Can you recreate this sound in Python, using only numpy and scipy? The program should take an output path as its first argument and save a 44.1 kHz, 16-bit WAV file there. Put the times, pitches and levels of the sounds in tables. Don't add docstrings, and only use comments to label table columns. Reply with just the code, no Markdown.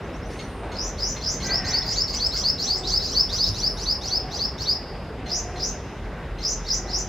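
import sys
import numpy as np
from scipy import signal
from scipy.io import wavfile
from scipy.ndimage import uniform_filter1d

SR = 44100
rng = np.random.default_rng(int(sys.argv[2]) if len(sys.argv) > 2 else 0)


def linear_from_db(decibels):
    return 10 ** (np.asarray(decibels, float) / 20)


def bounce(signal):
    frames = np.transpose(np.atleast_2d(signal))
    limited = np.clip(frames, -1, 1)
    pcm = np.round(limited * 32767).astype(np.int16)
    wavfile.write(sys.argv[1], SR, pcm)


N = 312228


def rms_one(x):
    return x / np.sqrt(np.mean(x ** 2) + 1e-20)


def at_hz(points, hz):
    curve_hz, value = np.transpose(points)
    return np.interp(np.log(hz), np.log(curve_hz), value)


def drift(rate, size=N):
    r = np.exp(-2 * np.pi * rate / SR)
    settle = 20000
    noise = rng.standard_normal(size + settle)
    return rms_one(signal.lfilter([1], [1, -2 * r, r * r], noise)[settle:])


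def band_filter(x, order, low_hz, high_hz):
    return signal.sosfilt(signal.butter(order, [low_hz, high_hz], "band", fs=SR, output="sos"), x)


def band(low_hz, high_hz):
    return rms_one(band_filter(rng.standard_normal(N), 4, low_hz, high_hz))


def resonate(x, hz, width):
    r = np.exp(-np.pi * width / SR)
    turn = 2 * r * np.cos(2 * np.pi * hz / SR)
    return signal.lfilter([(1 - r * r) / 2, 0, (r * r - 1) / 2], [1, -turn, r * r], x)


def ramps(t, length, rise, fall):
    return np.clip(np.minimum(t / rise, (length - t) / fall), 0, 1)


def add(out, s, sound):
    i = max(round(s * SR), 0)
    out[i:i + len(sound)] += sound[:N - i]


def partials(hz, levels_db):
    phase = 2 * np.pi * np.cumsum(hz) / SR
    return sum(linear_from_db(db) * (k * hz < .45 * SR) * np.sin(k * phase) for k, db in enumerate(levels_db, 1))


def glide(call, attack_s, release_s, edge_db):
    start, length, db, first_hz, last_hz = call
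    t = np.arange(N) / SR - start
    rise = ramps(t, length, attack_s, release_s)
    pitch = first_hz + (last_hz - first_hz) * np.clip(t / length, 0, 1)
    return pitch, db + edge_db * (rise - 1), (t >= 0) & (t <= length)


def wavering(calls, wobble, rate, under_db, attack_s, release_s):
    out = np.zeros(N)
    for call in calls:
        hz, db, on = glide(call, attack_s, release_s, 12)
        out += on * linear_from_db(db) * partials(hz / 2 * (1 + wobble * drift(rate)), [under_db, 3])
    return out


def rasp(voice, throat_db, hiss_db):
    effort = np.sqrt(uniform_filter1d(voice ** 2, size=200) + 1e-12)
    throat = linear_from_db(throat_db) * band(4030, 6800)
    beak = linear_from_db(hiss_db + 4 * drift(25)) * band(12050, 15600)
    return voice + effort * (throat + beak)


# f/Hz, level/dB
SWEEP_THROAT = [(2800, 19), (3600, -9), (4400, -3), (5000, -1), (6200, -2.5), (7100, -6.5), (8000, -4.5),
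                (10000, -62)]


def sweeps(notes, swell_db, wobble_share, flutter_db, rasp_db):
    out, wobble = np.zeros(N), wobble_share * drift(154)
    for start, peak_db, length, low_hz, high_hz, upper_db in notes:
        u = np.linspace(0, 1, round(length * SR))
        at = max(round(start * SR), 0)
        unsteady = 1 + np.resize(wobble[at:at + len(u)], len(u))
        pitch = low_hz * (high_hz / low_hz) ** (u ** .9) * unsteady
        breath = ramps(u, 1, .14, .12)
        lower = linear_from_db(at_hz(SWEEP_THROAT, pitch)) * partials(pitch, [0, -38, -38])
        upper_gain = linear_from_db(at_hz(SWEEP_THROAT, 1.5 * pitch) + upper_db - 28 * u)
        upper = upper_gain * partials(1.5 * pitch, [0, -30])
        add(out, start, linear_from_db(peak_db + swell_db * (u - 1)) * breath * (lower + upper))
    return rasp(out * linear_from_db(2 * flutter_db * np.tanh(drift(350) / 2)), rasp_db, -35)


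# f/Hz, level/dB per Hz
TOWN_COLOUR = [(15, -33), (25, -11), (49, -2.5), (72, -6.5), (200, -12.5), (335, -17), (394, -10),
               (451, -20.5), (531, -17), (840, -21), (2050, -29), (4250, -40), (5570, -48), (11900, -58.5),
               (16000, -84)]
# f/Hz, likeness
TOWN_LIKENESS = [(35, 1), (70, .9999), (150, 1), (300, 0.98), (600, 0.99), (1200, 0.99), (2500, 0.93),
                 (5000, 0.5), (9000, 0.26), (14000, -0.47)]


def town():
    out, together, edges = 0, drift(1.5), np.geomspace(25, 17000, 23)
    white = rng.standard_normal((2, 2, N))
    for k, (low, high) in enumerate(zip(edges, edges[1:])):
        mid, side = band_filter(white[k % 2], 2, low, high)
        hz = np.sqrt(low * high)
        alike = np.clip(at_hz(TOWN_LIKENESS, hz), -1, 1)
        gain = linear_from_db(at_hz(TOWN_COLOUR, hz) + 0.23 * together + 1.45 * drift(13.2))
        out = out + gain * (np.sqrt(1 + alike) * mid + np.sqrt(1 - alike) * side * [[1], [-1]])
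    t = np.arange(N) / SR
    passing_s, rise_s, fall_s = 1.48, .1, .33
    from_peak = t - passing_s
    passing = np.clip(np.minimum(1 + from_peak / rise_s, 1 - from_peak / fall_s), 0, 1)
    level_db, fade_db_per_s = -32.5, 0.24
    return linear_from_db(level_db - fade_db_per_s * t + 3 * passing) * rms_one(out)


# length/s, start f/Hz, end f/Hz, upper line level/dB
PEEP_SHAPE = (0.06, 4898, 6480, -30)
# t/s, level/dB
PEEP_TIMES = [
    (.0, -59),
    (.115, -52.5),
    (.21, -52),
    (.29, -50),
    (.401, -51),
]


def phrase_notes():
    run_up = (3299, 5749, 0.5)
    hook, close, crest = (0.01, 3396, 4416, -32), (.038, 5950, 6252, -30), (.03, 7052, 7150, -40)
    notes = [(*note, *PEEP_SHAPE) for note in PEEP_TIMES]
    for s, db, length, lead_s, lead_db in BUZZ_TIMES:
        end = s + length
        notes += [(s - lead_s, lead_db, .9 * lead_s, *run_up),
                  (s - .019, db - 7.5, *hook),
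                  (end - .018, db - 4, *close),
                  (end - 0.023, db - 10.5, *crest)]
    return notes


# t/s, length/s, level/dB
ENGINE_SURGES = [(.18, .22, -35), (0.466, 0.14, -34), (.68, 0.5, -30), (1.3, .35, -42),
                 (1.846, 0.66, -31.5), (2.682, .36, -29), (3.05, 0.51, -30.5), (3.497, 0.48, -30),
                 (4.1, .17, -30), (4.9, 0.25, -38), (5.255, 0.5, -31.5), (5.898, 1.3, -28.5)]


def engine():
    t, load = np.arange(N) / SR, np.zeros(N)
    for start, length, db in ENGINE_SURGES:
        load += linear_from_db(db) * ramps(t - start, length, .09, .09)
    firing_hz = 44.5 * (1 + 0.0418 * drift(3.17))
    return linear_from_db(-3.5) * load * np.sin(2 * np.pi * np.cumsum(firing_hz) / SR)


# t/s, length/s, level/dB, start f/Hz, end f/Hz
INSECT_TRILLS = [
    (.26, .46, -64.5, 9360, 8750),
    (3.0, 1.15, -63, 10700, 9900),
]


def trills():
    short = wavering(INSECT_TRILLS[:1], 0.051, 346, -44, 0.018, 0.14)
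    long = wavering(INSECT_TRILLS[1:], 0.062, 404, -60, 0.55, 0.37)
    return short + long


# t/s, level/dB, top f/Hz, time to fall 60 dB/s
BUMP_TIMES = [
    (.63, -34, 970, 1),
    (.3, -49, 5900, 0.91),
    (.85, -35.5, 920, 0.34),
]


def bumps():
    out, t = np.zeros(N), np.arange(SR // 2) / SR
    for start, peak_db, hz, t60 in BUMP_TIMES:
        puff = rms_one(band_filter(rng.standard_normal(len(t)), 2, hz / 3, hz))
        add(out, start, linear_from_db(peak_db - 60 * t / t60) * np.minimum(t / 0.0061, 1) * puff)
    return out


# t/s, level/dB, f/Hz
CHIP_TIMES = [(.388, -38, 2146), (.715, -41.5, 2135), (1.162, -40.5, 2080), (1.4, -38.5, 2130),
              (1.92, -40.5, 2110), (2.135, -39.5, 2154), (2.36, -39.5, 2134), (5.258, -41.5, 2070),
              (5.557, -42.5, 2080), (6.383, -42.5, 2060)]


def chips():
    out, t = np.zeros(N), np.arange(round(0.029 * SR)) / SR
    shape = ramps(t, t[-1], .004, .008) * linear_from_db(-300 * t)
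    for start, peak_db, hz in CHIP_TIMES:
        noise = rng.standard_normal(len(t))
        breath = rms_one(resonate(resonate(noise, 3000, 2500), 3000, 2500))
        tone = partials(hz * (1 + 0.89 * t), [0, 1.5, -8])
        add(out, start, linear_from_db(peak_db) * shape * (tone + 0.75 * breath))
    return out


# t/s, level/dB, length/s, run-up begins before/s, run-up level/dB
BUZZ_TIMES = [(.783, -30, 0.098, .045, -37), (1.02, -25.5, 0.09, 0.05, -32),
              (1.259, -24.5, 0.071, 0.058, -30.5), (5.315, -24.5, 0.075, 0.037, -33),
              (5.62, -25.5, 0.06, 0.046, -34.5), (6.448, -24, 0.072, .046, -31.5),
              (6.702, -24, 0.065, 0.059, -33.5), (6.93, -24.5, .07, .066, -34)]
# f/Hz, level/dB
BUZZ_COLOUR = [(3500, -14), (4500, 4), (5000, -0.5), (6200, -4.5), (7200, -8.5), (8000, -16)]


def buzzes():
    out = np.zeros(N)
    low_hz, high_hz, vibrato_hz, throws_per_s = 4800, 6720, 861, 76
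    for start, peak_db, length, *_ in BUZZ_TIMES:
        u = np.linspace(0, 1, round(length * SR))
        turn = 2 * np.pi * throws_per_s * length * u
        throw = (0.2 + 0.8 * u) * np.cos(turn + 0.54 * np.sin(turn))
        pitch = low_hz + (high_hz - low_hz) * u - vibrato_hz * throw
        accent = linear_from_db(2.5 * np.exp(-u / .12))
        pushes = linear_from_db(0.91 * np.sin(turn - .8))
        breath = ramps(u, 1, .04, .15) * accent * pushes
        octave_db = -33 + 14 * np.minimum(np.log2(pitch / 6200), 0) / 0.71
        tone = partials(pitch, [0, octave_db, -38])
        add(out, start, linear_from_db(peak_db + at_hz(BUZZ_COLOUR, pitch)) * breath * tone)
    return rasp(out * linear_from_db(5.4 * np.tanh(drift(170) / 2)), -22, -40)


# t/s, level/dB, length/s, start f/Hz, upper line level/dB
UPBEAT_NOTES = [(1.417, -28.5, 0.059, 3640, -2.5), (1.64, -27.5, 0.081, 3800, -2),
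                (1.88, -27.5, 0.066, 3900, -6), (2.124, -25.5, 0.057, 4030, -2),
                (2.368, -28.5, .054, 4240, 2), (2.575, -24, 0.09, 3730, -17),
                (2.859, -27.5, .054, 4610, -12), (3.065, -30.5, 0.084, 3570, -1),
                (3.288, -25.5, 0.094, 3370, -9), (3.532, -30, .085, 3360, -1),
                (3.764, -30.5, .085, 3400, -2), (4.007, -31, 0.091, 3310, -2),
                (4.306, -30.5, 0.078, 3350, -4), (4.575, -30, 0.077, 3290, -4)]
# t/s, level/dB, length/s, start f/Hz, end f/Hz
ANSWER_NOTES = [(1.457, -30, .025, 6500, 6540), (1.818, -29, 0.023, 3400, 4730),
                (1.85, -29.5, 0.053, 4600, 5130), (1.92, -32, .074, 6900, 6560),
                (2.073, -27, .042, 4240, 5220), (2.31, -25, .082, 3700, 5960),
                (2.755, -29.5, 0.0256, 4800, 5840), (2.83, -25.5, .075, 3450, 5200),
                (2.99, -28, .086, 3710, 5540), (4.05, -30, .043, 4650, 6340),
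                (3.434, -23.5, .063, 3420, 5620)]
# length/s, start f/Hz, end f/Hz, upper line level/dB
SQUEAK_SHAPE = (.022, 6000, 8300, -30)
# t/s, level/dB
SQUEAK_TIMES = [
    (2.135, -35),
    (2.256, -38),
    (2.366, -45),
    (2.643, -36),
    (2.768, -36),
    (2.91, -39),
]


def duet_notes():
    top_hz, answer_upper_db = 6400, -24
    upbeats = [(s, db, length, hz, top_hz, upper_db) for s, db, length, hz, upper_db in UPBEAT_NOTES]
    answers = [(*note, answer_upper_db) for note in ANSWER_NOTES]
    squeaks = [(*note, *SQUEAK_SHAPE) for note in SQUEAK_TIMES]
    return upbeats + answers + squeaks


# t/s, length/s, level/dB, start f/Hz, end f/Hz
CAW_TIMES = [
    (1.418, 0.14, -43, 404, 394),
    (1.559, 0.23, -43, 366.7, 358),
    (5.249, 0.39, -56, 365, 394),
    (5.991, .36, -56, 404.4, 341.5),
    (6.584, 0.31, -56, 413.4, 386),
]
# f/Hz, width/Hz, level/dB
CAW_COLOUR = [(1614, 200, 0.5), (1913, 480, 0), (810, 290, -3.5)]


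def caws():
    source = np.zeros(N)
    for call in CAW_TIMES:
        hz, db, on = glide(call, 0.032, 0.056, 11)
        cycles = np.cumsum(hz * (1 + 0.03494 * drift(60))) / SR
        pulses = rms_one(np.diff(np.floor(cycles), prepend=0))
        source += on * linear_from_db(db) * (pulses + 0.83 * rng.standard_normal(N))
    throat = sum(linear_from_db(db) * resonate(resonate(source, hz, width), hz, width) for hz, width, db in CAW_COLOUR)
    return linear_from_db(10.5) * throat


# t/s from start, f/Hz, level/dB
WHISTLE_SHAPE = [(-.045, 2350, -44), (-.001, 3141, -34), (.012, 3482, -21), (0.02, 4140, -13),
                 (0.033, 4453, -5), (.05, 4757, -3.5), (.075, 5200, -4.5), (.1, 5420, -11.5),
                 (.112, 5140, -80)]
# t/s, level/dB, pitch factor, stretch
WHISTLE_TIMES = [(1.476, -19, 1.012, 1.03), (1.706, -19.5, 1, 0.95), (1.943, -18.5, 1.014, 0.98),
                 (2.178, -18, 0.99, 0.99), (2.416, -17, 1.005, 1.04), (2.653, -18.5, 0.97, 1.04),
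                 (2.894, -19.5, 0.99, 0.93), (3.13, -16.5, 1.006, 0.98), (3.367, -17, 1, 0.88),
                 (3.599, -18, 1.001, 0.93), (3.842, -19.5, 1.001, 1.02), (4.086, -20, 0.99, 0.99),
                 (4.373, -19.5, 1, 0.96), (4.645, -18.5, 0.99, 0.94)]


def whistler():
    out, (s, hz, db) = np.zeros(N), np.transpose(WHISTLE_SHAPE)
    for start, peak_db, factor, stretch in WHISTLE_TIMES:
        t = np.arange(s[0] * stretch * SR, s[-1] * stretch * SR) / SR / stretch
        pitch = factor * uniform_filter1d(np.interp(t, s, hz), size=150)
        loudness = linear_from_db(peak_db + np.interp(t, s, db))
        add(out, start + s[0] * stretch, loudness * partials(pitch, [0, -42, -36]))
    return rasp(out * linear_from_db(3 * drift(127)), -26, -49)


# t/s, length/s, level/dB, start f/Hz, end f/Hz
COO_TIMES = [
    (2.6, .38, -52.5, 767.4, 760),
    (3.97, 0.39, -56.5, 778, 735),
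    (5.15, .53, -52, 689, 761.6),
    (6.72, 0.47, -53, 769, 767),
]


def coos():
    return linear_from_db(-2) * wavering(COO_TIMES, .05, 40.6, -2, 0.057, 0.089)


# t/s, level/dB, f/Hz, time to fall 60 dB/s
THUD_TIME = [
    (3.478, -20, 104, 0.28),
]


def thud():
    out, t = np.zeros(N), np.arange(SR // 2) / SR
    start, peak_db, hz, t60 = THUD_TIME[0]
    add(out, start, linear_from_db(peak_db - 60 * t / t60) * np.minimum(t / 0.019, 1) * np.sin(2 * np.pi * hz * t))
    return out


def garden(x, near_db, far_db, wide_db):
    t = np.arange(SR) / SR
    decay = linear_from_db(near_db - 60 * t / 0.18) + linear_from_db(far_db - 60 * t / 1.15)
    mid, side = rng.standard_normal((2, SR)) * decay * np.minimum(t / 0.0047, 1)
    side = 0.1 * side + 1.06 * np.diff(side, prepend=0)
    mid[0] = 1
    echo = mid + linear_from_db(wide_db) * side * [[1], [-1]]
    return signal.fftconvolve(x[None], echo, axes=1)[:, :N]


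def scene():
    hoarse = garden(sweeps(phrase_notes(), 8, 0.0248, 5.5, -15) + buzzes(), -26.5, -49.5, -3.5)
    insects = garden(trills(), -33, -41.5, 1.8)
    duet = garden(sweeps(duet_notes(), 2.1, 0.0149, 4.86, -14) + chips(), -28.5, -50, -2.5)
    far = garden(caws() + coos(), -24.5, -27.5, -32)
    clear = garden(whistler(), -26.5, -48.5, -4)
    return town() + hoarse + engine() + insects + bumps() + duet + far + clear + thud()


def starve_above_calls(x, from_db, full_db):
    call = band_filter(x.mean(axis=0), 4, 5900, 7500)
    level_db = 10 * np.log10(uniform_filter1d(call ** 2, size=1900) + 1e-12)
    share = np.clip((level_db - from_db) / max(full_db - from_db, 1), 0, 1)
    upper_band = signal.sosfiltfilt(signal.butter(5, [7700, 10800], "band", fs=SR, output="sos"), x)
    return x - share * upper_band


def roll_off(x):
    return signal.sosfilt(signal.butter(12, 16000, fs=SR, output="sos"), x)


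def record(dry):
    heard = dry + 0.95 * resonate(dry, 16200, 2400)
    heard = signal.sosfilt(signal.butter(6, 36, "high", fs=SR, output="sos"), heard)
    heard = signal.sosfilt(signal.cheby2(14, 60, 16500, fs=SR, output="sos"), heard)
    heard = starve_above_calls(heard, -36, -33)
    return roll_off(heard)


dry = scene()
out = record(dry)
bounce(out)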